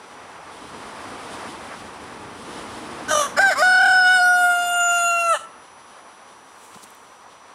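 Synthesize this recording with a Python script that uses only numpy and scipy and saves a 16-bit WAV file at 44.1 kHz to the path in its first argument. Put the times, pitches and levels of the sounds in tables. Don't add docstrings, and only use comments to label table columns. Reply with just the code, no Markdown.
import sys
import numpy as np
from scipy import signal
from scipy.fft import rfft, irfft, next_fast_len
from scipy.io import wavfile
from scipy.ndimage import uniform_filter1d

SR = 44100
rng = np.random.default_rng(int(sys.argv[2]) if len(sys.argv) > 2 else 0)


def pcm_store(signal):
    levels = np.round(np.clip(np.atleast_2d(signal), -1, 1) * 32767)
    wavfile.write(sys.argv[1], SR, levels.astype(np.int16).T)


N = 332778
T = np.arange(N) / SR

# start/s, end/s, attack/s, release/s, pitch/Hz,
# pitch fall/Hz, pitch sag at weak pressure/Hz, roughness (0-1), level/dB
AIR_PUSHES = [(3.082, 3.272, 0.032, 0.0613, 621.7, 60, 16, .25, 0),
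              (3.366, 3.544, 0.018, .028, 591, -15.5, 50, 0.55, 3),
              (3.554, 5.376, .047, .026, 611.6, 16.5, 110, 0.11, .5)]
# start/s, end/s
LIMPING_SPANS = [(3.08, 3.13), (5.342, 5.378)]
# low/dB, main/dB, upper/dB
HOARSE_LEVELS = (-23, -21.5, -26)
# low/dB, main/dB, upper/dB
WEAK_AIR_CHANGE = (-23.5, -6, -11.5)
# up/s, jump length/s, down/s, drop length/s,
# time the throat takes to open/s, extra roughness at the start (0-1)
CLEAR_NOTES = [(3.39, 0.0042, 3.504, 0.016, 0.37, 0.24), (3.62, 0.0085, 5.333, .024, 0.0079, 0.08)]
# t/s, f/Hz
SHORT_PITCH = [(3.393, 749.5), (3.432, 799.5), (3.495, 750)]
LONG_PITCH = [(3.626, 735.7), (3.76, 732), (3.982, 737), (4.07, 731), (4.14, 742), (4.278, 720.5),
              (4.391, 718), (4.54, 705.5), (4.739, 703.3), (4.921, 697.6), (5.081, 690.2), (5.26, 681),
              (5.319, 661.4)]
# t/s, low/dB, main/dB, upper/dB
SHORT_LEVELS = [(3.40, -21, -13.5, -34), (3.45, -22.5, -13, -35.5), (3.495, -21, -18, -26.5)]
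LONG_LEVELS = [(3.65, -21, -14.5, -30), (3.762, -23, -13, -29.5), (3.832, -19.5, -16, -31.5),
               (4.168, -23.5, -13.5, -25.5), (4.206, -17.5, -18.5, -32), (4.238, -21, -14.5, -32.5),
               (4.356, -20, -15.5, -34), (4.444, -19.5, -17.5, -31.5), (4.514, -22, -17.5, -35),
               (4.66, -24, -28.5, -30), (4.814, -23.5, -20, -27), (5.174, -26.5, -21.5, -25),
               (5.202, -26, -26, -23.5), (5.33, -24.5, -15, -31.5)]
# t/s, half length/s, pitch/Hz, roughness, main/dB, upper/dB
CATCHES = [(3.103, 0.023, 0, 0.13, -0.5, 0.5), (3.419, 0.01, 30.5, 0.53, -5.5, 8.5),
           (3.506, 0.0069, -11, 0.33, -9, -4.5), (4.202, .024, -15.5, 0, -1, -2),
           (5.356, 0.012, -4.5, 0.35, -9, 1.5)]
# strongest beat/s, beat rate/Hz, fade/s, pitch lift (share), swing/dB
FLUTTERS = [(3.155, 49, .07, .04, 7), (3.85, 37.7, .085, .095, -2.5)]
# f/Hz, level/dB
CROUCHED = [(1120, -49), (1900, -1), (2490, -28), (3000, 0.5), (3300, -6.5), (4080, -9.5), (4740, -25),
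            (5850, -2), (6850, -8), (7410, -12), (7810, -10), (11000, -11), (11700, -22), (13000, -22),
            (15500, -44)]
PRESSED = [(1000, -39), (1700, -27), (1880, 4), (2080, 9), (2530, -17.5), (2830, -14.5), (4620, -17),
           (5060, -4.5), (6200, -26.5), (7000, -10.5), (9760, -24), (10600, -18), (11600, -35),
           (13100, -23), (15500, -54)]
STRETCHED = [(1120, -34), (1900, -10), (3080, 1), (3740, -5.5), (4120, -1), (4410, -7.5), (4780, -17),
             (5220, 2.5), (5700, -21.5), (7480, -14), (8910, -11.5), (11700, -37), (12300, -25.5),
             (14200, -31), (15500, -70)]
LEANING = [(1120, -52), (1900, -14.5), (2610, -6), (2900, 6), (3300, 9), (3640, 1), (4690, -4.5),
           (5080, 5.5), (5360, -87), (5800, 11.5), (6160, -18), (8760, 5), (11400, -8.5), (13100, -5),
           (15500, -29)]
SUNK = [(1120, -53), (1900, -44), (2330, 12), (2820, 0.5), (3030, -40), (3540, -12), (3800, -30),
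        (5260, -20.5), (6550, -15.5), (7090, 2.5), (7480, -25), (8990, -6.5), (11800, -35), (12800, -9.5),
        (15500, -95)]
SLACK = [(1120, -63), (1900, -16), (2040, -31), (2350, -66), (2720, 5), (3840, -38), (4080, -16.5),
         (4490, -38), (6380, -10.5), (6910, -1), (7680, -29), (9650, -15.5), (11600, -26), (13100, -28),
         (15500, -53)]
CLOSING = [(940, -42), (1600, -22), (1710, 13.5), (2210, -22), (2480, -11), (2910, 5), (3420, -16),
           (4340, -13), (4820, -46), (5830, -13.5), (9370, -11), (10800, -26), (11800, -38), (12900, -26),
           (15500, -44)]
# middle of the move/s, length/s, new posture
NECK_MOVES = [(3.319, 0.074, STRETCHED), (4.218, 0.084, LEANING), (4.564, 0.41, SUNK), (5.001, 0.22, SLACK),
              (5.277, 0.079, CLOSING)]
# delay/s, level/dB
ECHOES = [(.0017, -12.5), (.0046, -9.5), (.0113, -10), (.047, -11.5), (.083, -16.5)]
# t/s, f/Hz, width/Hz, peak level/dB, decay/s
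SCUFFS = [(6.645, 7700, 6000, -52, 0.045), (6.749, 1000, 600, -39, 0.004), (6.748, 4500, 5000, -45, 0.0073),
          (6.755, 8240, 4000, -54.5, 0.31), (6.762, 220, 200, -37.5, 0.0056),
          (6.774, 1010, 900, -38.5, .002), (6.833, 5500, 7000, -42.5, 0.011),
          (6.84, 8500, 4500, -35, 0.0012), (6.841, 200, 200, -46, 0.0092),
          (6.905, 10500, 5000, -37.5, 0.00083), (6.949, 13000, 3000, -46, .001),
          (7.501, 925, 700, -44, 0.0058)]
# f/Hz, level/dB
WIND_ROAR = [(15, -57), (25, -31), (40, -13), (96, -5), (152, -8), (210, -1.5), (304, -0.5), (344, -3.5),
             (451, -4.5), (480, -3.5), (620, -35), (1060, -120)]
TREETOP_RUSH = [(280, -17.5), (480, -4), (603, -3.5), (801, -1), (1170, -1.5), (1380, -5), (1970, -9.5),
                (2100, -10), (2730, -14), (4620, -120)]
LEAF_HISS = [(1180, -63), (2000, -11.5), (2140, -25.5), (2990, -3.5), (4360, -9), (5050, -9), (6520, -14.5),
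             (9930, -11.5), (10800, -15), (11900, -37), (12500, -28.5), (13700, -31), (15500, -33)]
# starting level/dB, change/(dB per s)
BREEZE = [(-56.5, -.5), (-44, -0.68), (-54, -0.44)]
# peak/s, rise/s, fall/s, roar/dB, rush/dB, hiss/dB
GUSTS = [(.74, 0.15, 0.39, -46, -46, -54), (1.4, 0.49, 0.5, -43.5, -36.5, -45),
         (2.1, 0.3, 0.37, -46, -62, -70), (2.54, 0.12, 0.48, -40, -41, -44),
         (3.08, 0.3, 0.64, -41.5, -36.5, -51)]
# t/s, f/Hz, level/dB
RISING_WHINE = [(5.2, 9920, -51), (5.5, 10000, -60), (6.2, 10520, -63.5), (7.1, 10800, -70),
                (7.5, 10900, -90)]


def rooster(jump_rough=0.045, flutter_rough=3.4):
    pressure, hoarse_hz, hoarse_rough, push_db = air_pushes()
    clear, opened, clear_rough = clear_voice()
    catch_hz, catch_rough, catch_main_db, catch_upper_db = catches()
    lift, swing_db, dull_db = flutter()
    clear_hz, = curves(SHORT_PITCH + LONG_PITCH)
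    hz = hoarse_hz + clear * (clear_hz - hoarse_hz) + catch_hz
    mid_jump = uniform_filter1d(4 * clear * (1 - clear), size=300)
    rough = hoarse_rough + clear * (clear_rough - hoarse_rough) + jump_rough * mid_jump + catch_rough
    pulses = voice_box(hz * (1 + lift), rough + flutter_rough * lift)
    low_db, main_db, upper_db = band_levels(clear, pressure, push_db)
    low, main = windpipe(pulses, hz, rough)
    voice = low * undb(low_db) + main * undb(main_db + catch_main_db)
    voice += throat(pulses, opened) * undb(upper_db + catch_upper_db + dull_db)
    voice += voice_crack(pulses)
    return voice * undb(swing_db) * during([row[:2] for row in AIR_PUSHES])


def voice_box(hz, rough, jitter=0.07, waver=0.00134, shimmer=0.26, air=0.0094, rasp=0.98, count=27):
    hz = hz * (1 + jitter * rough * wander(257.8) + waver * wander(30))
    phase = 2 * np.pi * np.cumsum(hz) / SR
    uneven = rough + during(LIMPING_SPANS)
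    phase += 0.18 * uneven * np.sin(phase / 2)
    drift = undb(2.73 * wander(7) + 0.34 * wander(60))
    pulses = 0
    for k in range(1, count):
        tone = np.cos(k * phase + np.pi * k * k / count) * (k * hz < SR / 2)
        pulses += tone * np.roll(drift, k * N // count)
    strong_then_weak = 0.65 * uneven * np.cos(phase / 2)
    pulses *= 1 + rough * shimmer * wander(332) + strong_then_weak
    puffs = (air + rasp * rough) * noise() * (1 + np.cos(phase))
    return pulses + puffs


def air_pushes(weak_rough=0.263):
    rows, pressure = [], 0
    for start, end, attack, release, hz, fall_hz, *rest in AIR_PUSHES:
        rows += [(start, hz, *rest), (end, hz - fall_hz, *rest)]
        pressure += np.clip(np.minimum((T - start) / attack, (end - T) / release), 0, 1)
    hz, sag_hz, rough, db = curves(rows)
    weak = 1 - pressure
    return pressure, hz - sag_hz * weak, rough + weak_rough * weak, db


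def clear_voice(settled_rough=0.044, settle_s=0.049):
    clear, opened, rough = 0, 0, settled_rough
    for up, jump, down, drop, opening, start_rough in CLEAR_NOTES:
        note = ramp(up, jump) * (1 - ramp(down, drop))
        clear += note
        opened += note * ramp(up + opening / 2, opening)
        rough += note * start_rough * np.exp(-abs(T - up) / settle_s)
    return clear, opened, rough


def catches():
    return sum(np.outer(shifts, np.exp(-((T - s) / length) ** 2)) for s, length, *shifts in CATCHES)


def flutter(dull_db_per_lift=-80):
    lift, swing_db = 0, 0
    for s, rate, fade, share, db in FLUTTERS:
        beats = np.cos(np.pi * rate * (T - s)) ** 4 * np.exp(-abs(T - s) / fade)
        lift += share * beats
        swing_db += db * (beats - uniform_filter1d(beats, size=1100))
    dull_db = dull_db_per_lift * (lift - uniform_filter1d(lift, size=1100))
    return lift, swing_db, dull_db


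def band_levels(clear, pressure, push_db, flare_db=6):
    clear_levels = curves(SHORT_LEVELS + LONG_LEVELS)
    low_db, main_db, upper_db = (
        clear * clear_db + (1 - clear) * (hoarse_db + push_db) + (1 - pressure) * weak_db
        for clear_db, hoarse_db, weak_db in zip(clear_levels, HOARSE_LEVELS, WEAK_AIR_CHANGE))
    flare = sum(np.exp(-((T - up - jump / 2) / jump) ** 2) for up, jump, *_ in CLEAR_NOTES)
    return low_db + flare_db * flare, main_db, upper_db


def windpipe(pulses, hz, rough, dark_pitch_hz=574, bright_pitch_hz=754):
    low = resonance(pulses, hz=708, width_hz=396, order=4)
    dark = resonance(pulses, hz=1246, width_hz=420, order=4)
    bright = resonance(pulses, hz=1514, width_hz=370, order=4)
    blend = np.clip((hz - dark_pitch_hz) / (bright_pitch_hz - dark_pitch_hz) + 1.23 * rough, 0, 1)
    return steady(low), steady(blend * bright + (1 - blend) * dark)


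def throat(pulses, opened):
    def held(posture):
        return steady(colour(pulses, posture), size=1500)
    voice = held(CROUCHED)
    for s, length, posture in NECK_MOVES:
        new = held(posture)
        if posture == STRETCHED:
            new = opened * new + (1 - opened) * held(PRESSED)
        voice += ramp(s, length) * (new - voice)
    return steady(voice)


def voice_crack(pulses, at_s=4.215, half_length_s=0.038, db=-32):
    shrill = steady(resonance(pulses, hz=4700, width_hz=1400, order=3))
    return shrill * undb(db) * np.exp(-((T - at_s) / half_length_s) ** 2)


def tree_echoes(crow, treble_hz=2500, tail_db=-18, fade_s=0.59, dull_hz=3200, delay_s=0.033):
    def bounces(f):
        delayed = sum(undb(db) * np.exp(-2j * np.pi * f * s) for s, db in ECHOES)
        return delayed / (1 + (treble_hz / f) ** 4)
    tail = noise() * undb(-60 * T / fade_s) * (T > delay_s)
    tail /= np.sqrt(np.sum(tail ** 2))
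    tail = shape(tail, lambda f: 1 / (1 + 1j * f / dull_hz))
    return shape(crow, bounces) + undb(tail_db) * signal.fftconvolve(crow, tail[:SR])[:N]


def shuffle(rise_share=0.75):
    out = 0
    for s, hz, width_hz, db, decay in SCUFFS:
        scuff = steady(resonance(noise(), hz, width_hz, order=2))
        swell = np.exp(-np.maximum(T - s, (s - T) / rise_share) / decay)
        out += scuff * undb(db) * swell
    return out


def wing_rustle(start_s=6.58, end_s=7.0, db=-58, patchy_db=3):
    progress = np.clip((T - start_s) / (end_s - start_s), 0, 1)
    swell = np.sin(np.pi * progress) ** .5
    feathers = unit(resonance(noise(), hz=2700, width_hz=2600, order=2))
    return feathers * swell * undb(db + patchy_db * wander(40))


def wind(flicker_db=1.1, roundness=1.17):
    swells = [np.exp(-np.maximum((s - T) / rise, (T - s) / fall) ** roundness)
              for s, rise, fall, *_ in GUSTS]
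    layers = zip((WIND_ROAR, TREETOP_RUSH, LEAF_HISS), BREEZE, np.transpose(GUSTS)[3:])
    out = 0
    for spectrum, (breeze_db, db_per_s), gust_dbs in layers:
        breeze_power = undb(breeze_db + db_per_s * T) ** 2
        gust_power = sum(swell * undb(db) ** 2 for swell, db in zip(swells, gust_dbs))
        air = unit(colour(noise(), spectrum))
        out += air * np.sqrt(breeze_power + gust_power) * undb(flicker_db * wander(11.1))
    return out


def road(db=-52, swell_db=1):
    tyres = unit(resonance(noise(), hz=1030, width_hz=420, order=2))
    return tyres * undb(db + swell_db * wander(3.6))


def whine(steady_hz=5876, steady_db=-62.5, blur_hz=110):
    hz, db = curves(RISING_WHINE)
    phase = 2 * np.pi * np.cumsum(hz + blur_hz * wander(135)) / SR
    rising = undb(db) * (T > RISING_WHINE[0][0]) * np.sin(phase)
    held = undb(steady_db) * np.sin(2 * np.pi * steady_hz * T)
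    return np.sqrt(2) * (rising + held)


def undb(db):
    return 10 ** (np.asarray(db) / 20)


def curves(rows):
    s, *columns = np.transpose(rows)
    return [np.interp(T, s, column) for column in columns]


def ramp(s, length):
    return np.clip((T - s) / length + .5, 0, 1)


def during(spans):
    return uniform_filter1d(sum(1. * (T > start) * (T < end) for start, end in spans), size=300)


def unit(x):
    return x / np.std(x)


def steady(x, size=400):
    return x / np.sqrt(uniform_filter1d(uniform_filter1d(x * x, size), size) + 1e-12)


def shape(x, gain):
    size = next_fast_len(N + 8192)
    f = np.arange(size // 2 + 1) * SR / size + 1e-3
    return irfft(rfft(x, size) * gain(f), size)[:N]


def colour(x, spectrum):
    hz, db = np.transpose(spectrum)
    return shape(x, lambda f: undb(np.interp(np.log(f), np.log(hz), db, left=-120, right=-120)))


def resonance(x, hz, width_hz, order=1):
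    return shape(x, lambda f: (1 + 1j * (f / hz - hz / f) * hz / width_hz) ** -order)


def noise():
    return rng.standard_normal(N)


def wander(rate):
    knots = unit(uniform_filter1d(rng.standard_normal(N // 8), size=4))
    return np.interp(T * rate * 8, np.arange(len(knots)), knots)


def scene():
    crow = rooster()
    return (crow + tree_echoes(crow) + shuffle() + wing_rustle() + wind() + road() + whine())[None]


def record(dry, low_cut_hz=48, dip_hz=11780, dip_width_hz=220, top_hz=15600):
    def microphone(f):
        dip = 1 - np.exp(-((f - dip_hz) / dip_width_hz) ** 2)
        return dip / np.hypot(1, (low_cut_hz / f) ** 3)
    top_cut = signal.ellip(8, .2, 70, top_hz, fs=SR, output="sos")
    return signal.sosfilt(top_cut, shape(dry[0], microphone))[None]


dry = scene()
out = record(dry)
pcm_store(out)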